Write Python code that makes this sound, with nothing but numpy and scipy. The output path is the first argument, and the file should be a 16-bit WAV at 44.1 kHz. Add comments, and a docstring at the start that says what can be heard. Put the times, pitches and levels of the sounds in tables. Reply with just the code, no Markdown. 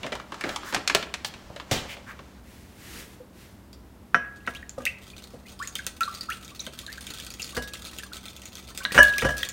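"""A plastic packet crackles and snaps on a kitchen counter, a little way from the microphone, over a faint
appliance hum. It is put down, and a sleeve swishes as an arm reaches over. Close to the microphone, a
wooden spoon knocks on the bottom of a glass jug and stirs a little liquid: trapped air plops, slaps and
spray ring in the hollow, and twice the spoon judders along the wall and sets the glass ringing."""
import sys
import numpy as np
from scipy import signal
from scipy.fft import rfft, irfft, next_fast_len
from scipy.io import wavfile
from scipy.ndimage import uniform_filter1d, map_coordinates

SR = 44100
rng = np.random.default_rng(int(sys.argv[2]) if len(sys.argv) > 2 else 0)


def wav_record(signal):
    """Record a signal, one row per channel, as 16-bit PCM in the file named by sys.argv[1]."""
    frames = np.transpose(np.atleast_2d(signal))
    bounded = np.clip(frames, -1, 1)
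    # unit amplitude maps onto the largest positive 16-bit level
    quanta = np.round(bounded * 32767).astype(np.int16)
    wavfile.write(sys.argv[1], SR, quanta)


N = 419832
TIME = np.arange(N) / SR
AGE, BRIEF = TIME[:SR * 3 // 4], TIME[:SR // 6]  # seconds into a long event and into a short one
TOP_HZ = 16200


def amp(db):
    """Decibels to gain."""
    return 10 ** (np.asarray(db) / 20)


def unit(x):
    """Scale to rms 1."""
    return x / np.sqrt(np.mean(x ** 2) + 1e-20)


def along(points, hz):
    """Interpolate (frequency, value) points on a log frequency axis."""
    knots, values = np.transpose(points)
    return np.interp(np.log(hz + 1), np.log(knots + 1), values)


def level(rows):
    """Gain per sample from (time [s], level [dB]) rows, silent outside them."""
    s, db = np.transpose(rows)
    return amp(np.interp(TIME, s, db)) * (TIME >= s[0]) * (TIME <= s[-1])


def fade(t, t60):
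    """Exponential decay that starts at t = 0."""
    return np.exp(-np.log(1000) * np.maximum(t, 0) / t60)


def swell(db, rise, t60):
    """An envelope that climbs to db and dies away."""
    return amp(db) * np.minimum(AGE / rise, 1) * fade(AGE - rise, t60)


def wobble(rate):
    """A smooth random curve, rate knots a second."""
    return map_coordinates(rng.standard_normal(int(N * rate / SR) + 4), [TIME * rate / SR])


def add(track, s, sound):
    """Mix a sound into a track at time s."""
    part = track[max(round(s * SR), 0):][:len(sound)]
    part += sound[:len(part)]


def colour(x, spectrum):
    """Give x a spectrum; rms 1."""
    hz = np.fft.rfftfreq(len(x), 1 / SR)
    return unit(irfft(rfft(x) * amp(along(spectrum, hz)), len(x)))


def noise(spectrum, size=len(AGE)):
    """Fresh coloured noise of rms 1."""
    return colour(rng.standard_normal(next_fast_len(size)), spectrum)[:size]


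def band(x, lo_hz, hi_hz):
    """Causal band-pass."""
    return signal.sosfilt(signal.butter(2, [lo_hz, hi_hz], "band", fs=SR, output="sos"), x)


# kitchen air at the microphone: (frequency [Hz], level [dB])
AIR_SPECTRUM = [(20, -26), (60, 2.5), (150, -6), (320, -7), (420, -13), (1000, -18.5), (2260, -28),
                (6720, -35), (16000, -37)]
# tones of an appliance: (frequency [Hz], level [dB])
HUM_TONES = [(64.6, -57), (194.5, -58.5), (237, -63)]

def room_tone(air_db=-50.5):
    """Room air and a slightly unsteady appliance hum lie under everything."""
    hum = sum(amp(db) * np.sqrt(2) * np.sin(2 * np.pi * hz * TIME + 1.78 * wobble(5))
              for hz, db in HUM_TONES)
    return amp(air_db) * noise(AIR_SPECTRUM, N) + hum


# the plastic sheet, and the sharp edge of a snap: (frequency [Hz], level [dB])
SHEET_SPECTRUM = [(100, -0.5), (250, -1), (600, 4.5), (1400, 0.5), (4400, -6), (7200, -10.5), (9000, -18.5),
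                  (16000, -36)]
CREASE_SPECTRUM = [(1000, -13), (4000, 15), (8000, -5.5), (16000, -19)]
# the packet rustles in the hand: (time [s], level [dB])
RUSTLE_LEVELS = [(0, -44), (.26, -53), (.46, -38.5), (.8, -45), (1.12, -56), (1.33, -46.5), (1.66, -51.5),
                 (1.76, -33.5), (2.02, -50), (2.4, -54.5)]
# the sheet buckles: (time [s], level [dB], brightness [dB], panel pitch [Hz])
PACKET_SNAPS = [(.032, -20.5, -6.5, 2600), (.044, -23.5, -12.5, 910), (.056, -30, -16.5, 520),
                (.065, -20, -1.5, 1650), (0.121, -16, -6, 625), (0.127, -19.5, -4, 2150),
                (0.153, -21.5, 1, 1080), (0.199, -26, -4, 1260), (.321, -21, -4.5, 1330),
                (.343, -26, 1, 1170), (0.41, -20.5, 4.5, 2000), (.439, -14.5, -9.5, 1680),
                (0.465, -27, -16.5, 1140), (.492, -15, -3.5, 694), (0.561, -20.5, 10, 1160),
                (.633, -25.5, -7, 1200), (0.726, -16.5, -9, 1160), (0.738, -21, 5, 1510),
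                (.746, -11, 8.5, 1950), (0.763, -13.5, -6, 920), (.876, -18.5, 19, 2010),
                (0.898, -9, 2, 2000), (.949, -2.5, 3.5, 554), (1.027, -18, -4, 2450),
                (1.14, -19, 9.5, 2100), (1.247, -18.5, 9.5, 3930), (1.339, -30.5, 2, 3070),
                (1.5, -41.5, -23, 600), (1.562, -22.5, -3, 670), (1.599, -22, -4.5, 1280),
                (1.968, -30, -7.5, 650), (2.191, -30, -7.5, 1200)]

def packet_crackle(snap_db=-9, rustle_db=-5, grit_db=4):
    """Stiff plastic buckles and rustles on: a tight crease cracks brightly, a wide panel knocks."""
    snaps, settling = np.zeros((2, N))
    mean_db = np.mean([row[1] for row in PACKET_SNAPS])
    for s, db, bright_db, hz in PACKET_SNAPS:
        sheet = noise(SHEET_SPECTRUM, len(BRIEF))
        body = amp(-10 - bright_db) * unit(band(sheet, 130, 710)) * fade(BRIEF, 0.12)
        snap = unit(band(sheet, 660, 4230)) * fade(BRIEF, 0.055)
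        crack = amp(bright_db - 5) * unit(band(sheet, 2290, 12400)) * fade(BRIEF, 0.04)
        tick_db = 0.38 * (db - mean_db) + bright_db / 2  # harder snaps are sharper
        tick = amp(tick_db) * noise(CREASE_SPECTRUM, len(BRIEF)) * fade(BRIEF, 0.0011)
        panel = amp(-5.5) * unit(band(sheet, hz / 1.4, hz * 1.4)) * fade(BRIEF, 0.061)
        add(snaps, s, amp(db + snap_db) * (body + snap + crack + tick + panel))
        add(settling, s, swell(db - 28, rise=0.017, t60=0.084))
    rustle = np.hypot(amp(rustle_db) * level(RUSTLE_LEVELS), settling)
    return snaps + rustle * noise(SHEET_SPECTRUM, N) * unit(amp(grit_db * wobble(120)))


# sliding plastic: (frequency [Hz], level [dB])
HISS_SPECTRUM = [(1500, -33), (3000, 3), (7000, 0.5), (9000, -4.5), (14000, -7), (16000, -4)]
# the packet rubs on the counter: (time [s], level [dB], pitch [Hz], length [s], relative hiss [dB])
PACKET_RUBS = [(0.395, -40, 1450, 0.18, -18), (0.432, -56, 580, 0.18, 4), (0.634, -40, 1540, 0.11, -4.5),
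               (1.243, -48.5, 4000, 0.052, 8), (1.753, -35.5, 3360, 0.05, -10),
               (1.874, -39.5, 2500, 0.087, -7), (2.061, -40, 1600, 0.081, -15)]

def packet_rubs():
    """Friction sings in a narrow band over a fine hiss."""
    out = np.zeros(N)
    for s, db, hz, length, hiss_db in PACKET_RUBS:
        friction = unit(band(noise(SHEET_SPECTRUM), hz / 1.31, hz * 1.32))
        stroke = np.sin(np.pi * np.minimum(AGE / length, 1))
        add(out, s, amp(db) * stroke * (friction + amp(hiss_db) * noise(HISS_SPECTRUM)))
    return out


# the packet's thump on the counter: (frequency [Hz], level [dB])
THUMP_SPECTRUM = [(25, -10), (85, 5), (130, 1.5), (300, -4.5), (750, -7), (1200, -29)]
# it is put down: (time [s], thump level [dB], thump t60 [s], crunch level [dB], crunch t60 [s])
PACKET_LANDING = [(1.712, -21.5, 0.25, -22.5, 0.27)]

def packet_landing():
    """The packet lands with a thump and a crunch of its contents."""
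    out = np.zeros(N)
    for s, thump_db, thump_t60, crunch_db, crunch_t60 in PACKET_LANDING:
        add(out, s, swell(thump_db, 0.0014, thump_t60) * noise(THUMP_SPECTRUM))
        crunch = unit(band(noise(SHEET_SPECTRUM), 1850, 15000))
        add(out, s, swell(crunch_db, 0.00089, crunch_t60) * crunch)
    return out


# sliding cloth: (frequency [Hz], level [dB])
CLOTH_SPECTRUM = [(410, 2), (700, -9), (1200, -4), (2000, 1.5), (2400, -1.5), (16000, -12)]
# the arm moves, back from the microphone: (time [s], level [dB], rise [s], t60 [s])
ARM_MOVES = [(2.4, -53, 0.11, 3.2), (2.75, -41, 0.25, 0.35), (3.07, -57.5, 0.068, 0.63),
             (3.32, -51, 0.097, 0.8)]

def sleeve(gain_db=-1):
    """Cloth slides each time the arm moves over the counter."""
    slide = np.zeros(N)
    for s, db, rise, t60 in ARM_MOVES:
        add(slide, s, swell(db + gain_db, rise, t60))
    return slide * noise(CLOTH_SPECTRUM, N)


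def bubble(hz, glide, t60, flutter=0.055, flicker_db=2):
    """A trapped bubble rings briefly, its pitch gliding unsteadily as it nears the surface."""
    t = AGE[:int(2 * t60 * SR)]
    shape = fade(t, t60) * (1 - np.exp(-t / (0.072 * t60)))
    quiver = np.interp(t, np.linspace(0, AGE[-1], 800), rng.standard_normal(800))
    pitch = hz * (1 + glide * np.minimum(t, 0.51 * t60))  # the glide ends at the surface
    phase = 2 * np.pi * np.cumsum(pitch * (1 + flutter * quiver)) / SR
    return shape / shape.max() * amp(flicker_db * np.tanh(quiver)) * np.sin(phase)


# air trapped by the spoon: (time [s], level [dB], pitch [Hz], relative glide [1/s], t60 [s])
AIR_POCKETS = [(3.201, -39, 502, 0.5, 0.078), (4.628, -31, 1810, 2, 0.015),
               (4.694, -24.5, 6260, -2, 0.0054), (4.779, -27.5, 529, 1.5, 0.05), (4.78, -40, 1220, 0, 0.05),
               (4.802, -38, 1230, -1, 0.06), (4.864, -17.5, 1917, 15, 0.029),
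               (4.867, -21.5, 2444, 4, 0.076), (5.134, -42, 2420, 1, .035), (5.336, -35.5, 497, 8, 0.027),
               (5.755, -26, 2980, 8, .018), (5.789, -30.5, 2180, -7, .014),
               (5.792, -27.5, 1660, -10, 0.027), (5.868, -26, 5930, -4, 0.0089),
               (6.007, -18, 1334, 0.5, 0.1), (6.033, -23.5, 3920, 11, 0.019),
               (6.077, -23.5, 1220, 2, 0.046), (6.209, -24.5, 4480, 7.5, 0.024),
               (6.286, -28, 1218, 4.5, 0.1), (6.595, -26.5, 3960, 1, 0.022),
               (6.603, -25.5, 5750, 14, 0.018), (6.877, -36, 1570, 5.5, 0.15),
               (6.978, -33.5, 1450, 15, 0.037), (7.396, -27, 2720, 1, 0.036),
               (7.427, -24.5, 5040, 12, 0.014), (7.736, -31, 4030, 7, .015), (8.032, -35, 1580, 2, 0.034),
               (8.118, -36.5, 1375, 7, 0.032), (8.804, -34, 1470, 5, 0.04), (8.851, -13, 3780, 14, 0.0078),
               (8.855, -23, 1563, 6, 0.028), (8.908, -28, 1830, 9, 0.025), (9.099, -28.5, 4020, -8, 0.015),
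               (9.432, -18.5, 3220, 23, 0.016), (9.431, -16, 1850, 4, 0.01)]

def bubbles(plop_db=-1, gurgle_hz=2400, spread_octaves=1.172, ring_cycles=64):
    """Large bubbles plop singly; each slap drives three small ones under, and more gurgle in the flow."""
    out, strength, small = np.zeros(N), flow(), []
    for s, db, hz, glide, t60 in AIR_POCKETS:
        add(out, s, amp(db + plop_db) * bubble(hz, glide, t60))
    for s, db, hz in LIQUID_SLAPS:
        gain = amp(min(db - 8, -31))
        for when, pitch, size, climb in rng.random((3, 4)):
            small.append((s + when * 0.022, gain, hz * 2 ** (pitch - 0.7), size, climb))
    stir_start = STIR_LEVELS[0][0]
    for when, pitch, size, climb in rng.random((130, 4)):
        s = stir_start + when * (TIME[-1] - stir_start)
        hz = gurgle_hz * 2 ** (spread_octaves * (2 * pitch - 1))
        small.append((s, strength[int(s * SR)] * amp(8), hz, size, climb))
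    for s, gain, hz, size, climb in small:
        t60 = ring_cycles / hz
        add(out, s, gain * amp(8 * size - 16) * bubble(hz, 0.52 * climb / t60, t60))
    return out


# a slap of liquid, and its sharp edge: (frequency [Hz], level [dB])
SLAP_SPECTRUM = [(700, -55), (1500, -3), (3500, -0.5), (6500, 1), (8000, -0.5), (12000, 0), (16000, -38)]
TICK_SPECTRUM = [(1000, -36), (4000, -1.5), (10000, -2.5), (16000, -4)]
# liquid hits spoon and glass, close to the microphone: (time [s], level [dB], cavity pitch [Hz])
LIQUID_SLAPS = [(3.7293, -34.5, 4800), (4.5492, -31, 2900), (4.6933, -32, 6600), (4.82, -36, 2470),
                (4.8534, -16, 2680), (5.1008, -32, 3500), (5.1806, -33, 4300), (5.2395, -32, 4100),
                (5.484, -36, 4640), (5.626, -27, 7100), (5.674, -23, 6940), (5.7537, -17.5, 3240),
                (5.7844, -28, 4640), (5.8438, -36, 3600), (5.8659, -14.5, 6200), (6.0074, -18.5, 2800),
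                (6.0318, -24.5, 4020), (6.0806, -34, 4440), (6.1484, -24.5, 4850), (6.2092, -26, 4530),
                (6.3014, -22.5, 2630), (6.331, -30, 3540), (6.4474, -29.5, 6150), (6.4787, -31.5, 3560),
                (6.5939, -28, 4100), (6.6655, -25.5, 3270), (6.789, -22.5, 3500), (6.8646, -28.5, 3920),
                (6.9272, -26, 4800), (7.008, -28, 9100), (7.0678, -26, 3370), (7.104, -26, 3830),
                (7.1373, -26.5, 3510), (7.1738, -30, 3280), (7.1998, -24.5, 3240), (7.2476, -28.5, 3840),
                (7.2654, -24.5, 4730), (7.3037, -26, 4700), (7.3387, -26.5, 6000), (7.3964, -28, 2730),
                (7.419, -23, 6540), (7.443, -24, 4460), (7.4654, -32, 6860), (7.5064, -29.5, 4070),
                (7.5545, -30, 4300), (7.5677, -21, 4950), (7.6238, -24, 5400), (7.7354, -23, 2800),
                (7.8212, -30, 4100), (7.8507, -27, 3620), (7.8694, -29.5, 4850), (7.9858, -23, 2680),
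                (8.1329, -26, 4060), (8.1678, -27, 3430), (8.255, -30.5, 3470), (8.2823, -29, 3680),
                (8.3644, -29, 3600), (8.418, -30.5, 2870), (8.4552, -26.5, 6700), (8.5535, -26.5, 5900),
                (8.57, -34, 3350), (8.6775, -37, 4660), (8.7503, -35, 3960), (8.7754, -20, 7900),
                (8.9385, -30, 2700), (9.0308, -11.5, 2890), (9.182, -13.5, 5470), (9.2094, -24, 3380),
                (9.3807, -20.5, 5160), (9.43, -20, 3360), (9.45, -22, 3940), (9.4883, -21, 7150)]

def splashes(splash_db=-9, cavity_db=-10.5, tick_db=-9.5):
    """Each slap ticks, sounds a small cavity and throws more spray; slaps and spray ring in the jug."""
    slaps, ticks, thrown = np.zeros((3, N))
    mean_db = np.mean([row[1] for row in LIQUID_SLAPS])
    attack = np.minimum(BRIEF / 0.00099, 1)
    decay = fade(BRIEF, 0.012) + 0.14 * fade(BRIEF, 0.05)
    for s, db, hz in LIQUID_SLAPS:
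        burst = noise(SLAP_SPECTRUM, len(BRIEF))
        cavity = unit(band(burst, hz / 1.11, hz * 1.11)) * fade(BRIEF, 0.015)
        add(slaps, s, amp(db) * attack * (amp(splash_db) * burst * decay + amp(cavity_db) * cavity))
        tick = noise(TICK_SPECTRUM, len(BRIEF)) * fade(BRIEF, 0.0069)
        add(ticks, s, amp(db + tick_db + 0.47 * (db - mean_db)) * tick)  # harder slaps are sharper
        add(thrown, s, swell(db - 18, rise=0.0053, t60=0.092))
    return hollow(slaps + spray(thrown)) + ticks


# air modes of the jug above the liquid: (frequency [Hz], width [Hz], level [dB])
HOLLOW_MODES = [(1304, 69, 10), (1510, 75, 1.5), (1947, 39, 6), (2530, 460, -1), (3256, 160, 0),
                (3540, 134, 1.5), (4150, 1040, -2.5), (4940, 47, -12), (6150, 230, -0.5), (6740, 127, 1)]

def hollow(x, strong_db=4, weak_count=48):
    """The hollow of the jug rings briefly: a few strong modes among many weak ones."""
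    strong = sum(amp(db) * signal.lfilter(*signal.iirpeak(hz, hz / width, fs=SR), x)
                 for hz, width, db in HOLLOW_MODES)
    slots = (np.arange(weak_count) + rng.random(weak_count)) / weak_count
    weak_hz = 1800 + 8500 * slots ** 1.3
    cycles = np.outer(BRIEF, weak_hz) + rng.random(weak_count)
    tail = np.sin(2 * np.pi * cycles).sum(axis=1) * fade(BRIEF, 0.15)
    weak = signal.fftconvolve(x, tail / np.linalg.norm(tail))[:N]
    return 0.55 * x + 0.42 * weak + amp(strong_db) * strong


# droplets and wash in the jug: (frequency [Hz], level [dB])
SPRAY_SPECTRUM = [(350, 1), (600, 3), (869, -12), (3530, -6.5), (5630, -6), (7200, -11), (8860, -5.5),
                  (10600, -11), (16000, -6.5)]

def spray(thrown, drops_per_s=3500, gain_db=-6):
    """Droplets fall over a wash, following the stirring and the envelope of what the slaps throw up."""
    drops = colour(rng.standard_normal(N) * (rng.random(N) < drops_per_s / SR), SPRAY_SPECTRUM)
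    wash = slosh(noise(SPRAY_SPECTRUM, N))
    return amp(gain_db) * np.hypot(flow() * patter(), thrown) * (drops + wash)


def slosh(x, patchy_db=4):
    """The moving surface keeps shifting the resonances of a sound; rms 1."""
    spectra = signal.stft(x, nperseg=512)[2]
    patches = rng.standard_normal(spectra.shape)
    for axis in (0, 1):
        patches = uniform_filter1d(patches, size=6, axis=axis)
    return unit(signal.istft(spectra * amp(patchy_db * unit(patches)), nperseg=512)[1][:N])


# modes of the jug with the spoon in it, and of the counter under it:
# (frequency [Hz], t60 [s], level for a bottom strike [dB], level for a wall strike [dB])
JUG_MODES = [(601, .2, -42, -25), (700, .16, -28, -31), (993, .13, -36, -24), (1180, .13, -31, -25),
             (1355, .06, -12, -22), (1500, .016, -5, -20), (1571, .2, -31, -23), (1658, .63, -27.5, -15.5),
             (1889, .06, -16, -20), (2550, .04, -24, -36), (2893, .22, -46, -23.5), (3043, .18, -36, -29),
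             (5310, .12, -45, -38), (5740, .15, -43, -35), (6120, .13, -46, -33), (6950, .12, -58, -41),
             (8553, .13, -70, -35)]
COUNTER_MODES = [(62, 0.47, -22, -6.5), (139.5, 0.2, -12, -8), (242.4, 0.16, -6.5, -8.5),
                 (535, .07, -21, -12)]
# the wood's dull knock, and its scrape: (frequency [Hz], level [dB])
THUD_SPECTRUM = [(25, -30), (50, -2), (100, -2.5), (200, 8), (350, -0.5), (500, 9), (1100, -9.5),
                 (1500, -21.5)]
SCRAPE_SPECTRUM = [(300, -64), (800, 9), (1600, 22.5), (2900, 10), (4200, -6.5), (6000, -8), (9000, -35),
                   (16000, -68)]
# spoon on glass, close up: (time [s], ring [dB], height on the wall [0-1], drag [s], thud [dB], scrape [dB])
SPOON_KNOCKS = [(4.1447, 1.5, 0.02, 0.0013, -24, -16), (4.475, -12.5, 0.06, 0.0032, -30, -25.5),
                (4.778, -39, 0, 0.0037, -28.5, -56), (4.802, -34, 0.6, .005, -35.5, -52),
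                (5.336, -60, 0.4, 0.004, -35.5, -61), (5.357, -51, .2, 0.0061, -41.5, -58),
                (6.665, -41, 0.4, 0.0095, -37, -45), (7.566, -18, 0.97, 0.013, -25.5, -34.5),
                (8.851, -16, 0.8, 0.00099, -40, -20.5), (8.945, -24, 1, 0.027, -25, -27),
                (8.978, -1, 0.5, 0.00048, -51, -9), (8.981, 5, 0.97, 0.0095, -19, -14.5),
                (9.222, -11.5, 0.83, 0.004, -19.5, -25), (9.245, -8, 0.94, 0.0073, -16, -26),
                (9.288, -8, 0.77, 0.0018, -23, -41)]
# wet wood sticks and slips on the wall: (time [s], pitch [Hz], level [dB], rise [s], t60 [s])
SPOON_SQUEAKS = [(8.977, 2897, -17.5, 0.0056, 0.2), (8.984, 579, -15, .01, 0.048),
                 (8.9894, 1707, -4.5, 0.02, 0.17), (9.248, 565, -21, 0.0086, 0.038),
                 (9.267, 1714, -27, 0.017, 0.27)]

def spoon_on_glass(wood_db=-4):
    """Each contact pumps the jug's modes for as long as the spoon drags, and thumps the counter."""
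    ring, knock = np.zeros((2, N))
    push = np.minimum(AGE / 0.0072, 1)
    for s, ring_db, height, drag, thud_db, scrape_db in SPOON_KNOCKS:
        pump = np.minimum(AGE / drag, 1)
        bodies = (ring, JUG_MODES, ring_db, pump), (knock, COUNTER_MODES, thud_db, push)
        for track, modes, db, attack in bodies:
            for hz, t60, bottom_db, wall_db in modes:
                strength = amp(db + bottom_db + height * (wall_db - bottom_db))
                add(track, s, strength * attack * fade(AGE - drag, t60) * np.sin(2 * np.pi * hz * AGE))
        add(knock, s, amp(thud_db + wood_db) * noise(THUD_SPECTRUM) * push * fade(AGE - drag, 0.1))
        add(knock, s, amp(scrape_db) * noise(SCRAPE_SPECTRUM) * fade(AGE - drag, 0.013))
    for s, hz, db, rise, t60 in SPOON_SQUEAKS:
        add(ring, s, swell(db, rise, t60) * np.sin(2 * np.pi * hz * AGE))
    return band(ring, 110, TOP_HZ), band(knock, 39, 8600)


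# vigour of the stirring: (time [s], level [dB])
STIR_LEVELS = [(4.35, -66), (4.44, -51), (4.72, -74), (5.2, -50.5), (5.42, -69), (5.55, -48), (5.75, -62),
               (6.3, -49), (6.74, -56), (7.15, -48.5), (7.37, -57.5), (7.46, -49), (7.96, -51.5),
               (8.15, -50), (8.64, -57.5), (8.95, -37), (9.2, -46.5), (9.52, -49)]

def flow(gain_db=5.5, stroke_s=0.142, dip_at_s=8.003, ripple_db=0.5):
    """The liquid surges with the vigour of the stirring and ripples slightly twice a stroke; an envelope."""
    turn = 2 * np.pi * (TIME - dip_at_s) / stroke_s
    return level(STIR_LEVELS) * amp(gain_db - ripple_db * np.cos(2 * turn))


def patter(ticks_per_s=55, spread_db=3, t60=0.059, floor=0.16):
    """The flow breaks into small wet ticks, each sudden and quick to die; an envelope of rms 1."""
    onsets = rng.random(N) < ticks_per_s / SR
    strikes = onsets * amp(spread_db * np.clip(rng.standard_normal(N), -2, 2))
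    power = np.abs(signal.fftconvolve(strikes ** 2, fade(BRIEF, t60) ** 2)[:N])
    return unit(np.sqrt(power / power.mean() + floor ** 2))


# troughs behind the spoon: (time [s], level [dB], first pitch [Hz], last pitch [Hz], length [s])
TROUGHS = [(4.548, -38.5, 2300, 3920, 0.029), (5.454, -47.5, 1930, 3300, 0.038),
           (5.599, -30, 1043, 2370, 0.05), (6.293, -29.5, 1226, 3430, 0.042),
           (9.136, -30.5, 2310, 4100, 0.01), (9.183, -26, 1880, 3740, .022)]

def bloops(flutter=0.055, flicker_db=4):
    """A trough closes unevenly and sounds for as long as it shrinks, its pitch climbing."""
    out = np.zeros(N)
    for s, db, first_hz, last_hz, length in TROUGHS:
        closed = AGE[:int(length * SR)] / length
        pitch = first_hz * (last_hz / first_hz) ** closed
        shape = np.sqrt(np.interp(closed, [0, 0.1, 1], [0, 1, 0]))
        quiver = np.interp(closed, np.linspace(0, 1, 14), rng.standard_normal(14))
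        phase = 2 * np.pi * np.cumsum(pitch * (1 + flutter * quiver)) / SR
        add(out, s, amp(db + flicker_db * np.tanh(quiver)) * shape * np.sin(phase))
    return out


# surfaces near the microphone: (delay [s], gain [ratio])
REFLECTIONS = [(.0058, 0.076), (.0079, 0.053), (0.0105, .2)]

def echoes(x):
    """The direct sound with its first reflections from the counter and wall."""
    out = x.copy()
    for delay, gain in REFLECTIONS:
        add(out, delay, gain * x)
    return out


# reverberation of the kitchen: (frequency [Hz], t60 [s])
KITCHEN_DECAY = [(100, 0.58), (1000, 0.59), (4000, 0.36), (14000, 0.24)]

def room(x):
    """The kitchen's diffuse answer, shorter in the treble."""
    hz, t, spectra = signal.stft(rng.standard_normal(SR // 2), SR, nperseg=256)
    tail = signal.istft(spectra * fade(t, along(KITCHEN_DECAY, hz)[:, None]), SR, nperseg=256)[1]
    tail *= np.minimum(TIME[:len(tail)] / 0.0015, 1)
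    return signal.fftconvolve(x, tail / np.linalg.norm(tail))[:N]


def scene():
    """One microphone at the counter: the jug stands close, packet and sleeve are further off."""
    ring, knock = spoon_on_glass()
    stirring = knock + bubbles() + bloops() + splashes()
    packet = packet_crackle() + packet_rubs() + packet_landing()
    jug = ring + amp(-18) * room(ring)
    near = jug + amp(0.5) * echoes(stirring) + amp(-12.5) * room(stirring)
    far = packet + amp(-11) * room(packet) + sleeve()
    return (near + far + room_tone())[None]


def record(dry):
    """The recorder keeps nothing above its band limit."""
    size = next_fast_len(N + SR // 2)
    passed = np.clip((TOP_HZ - np.fft.rfftfreq(size, 1 / SR)) / 500, 0, 1)
    return irfft(rfft(dry, size) * passed, size)[:, :N]


dry = scene()
out = record(dry)
wav_record(out)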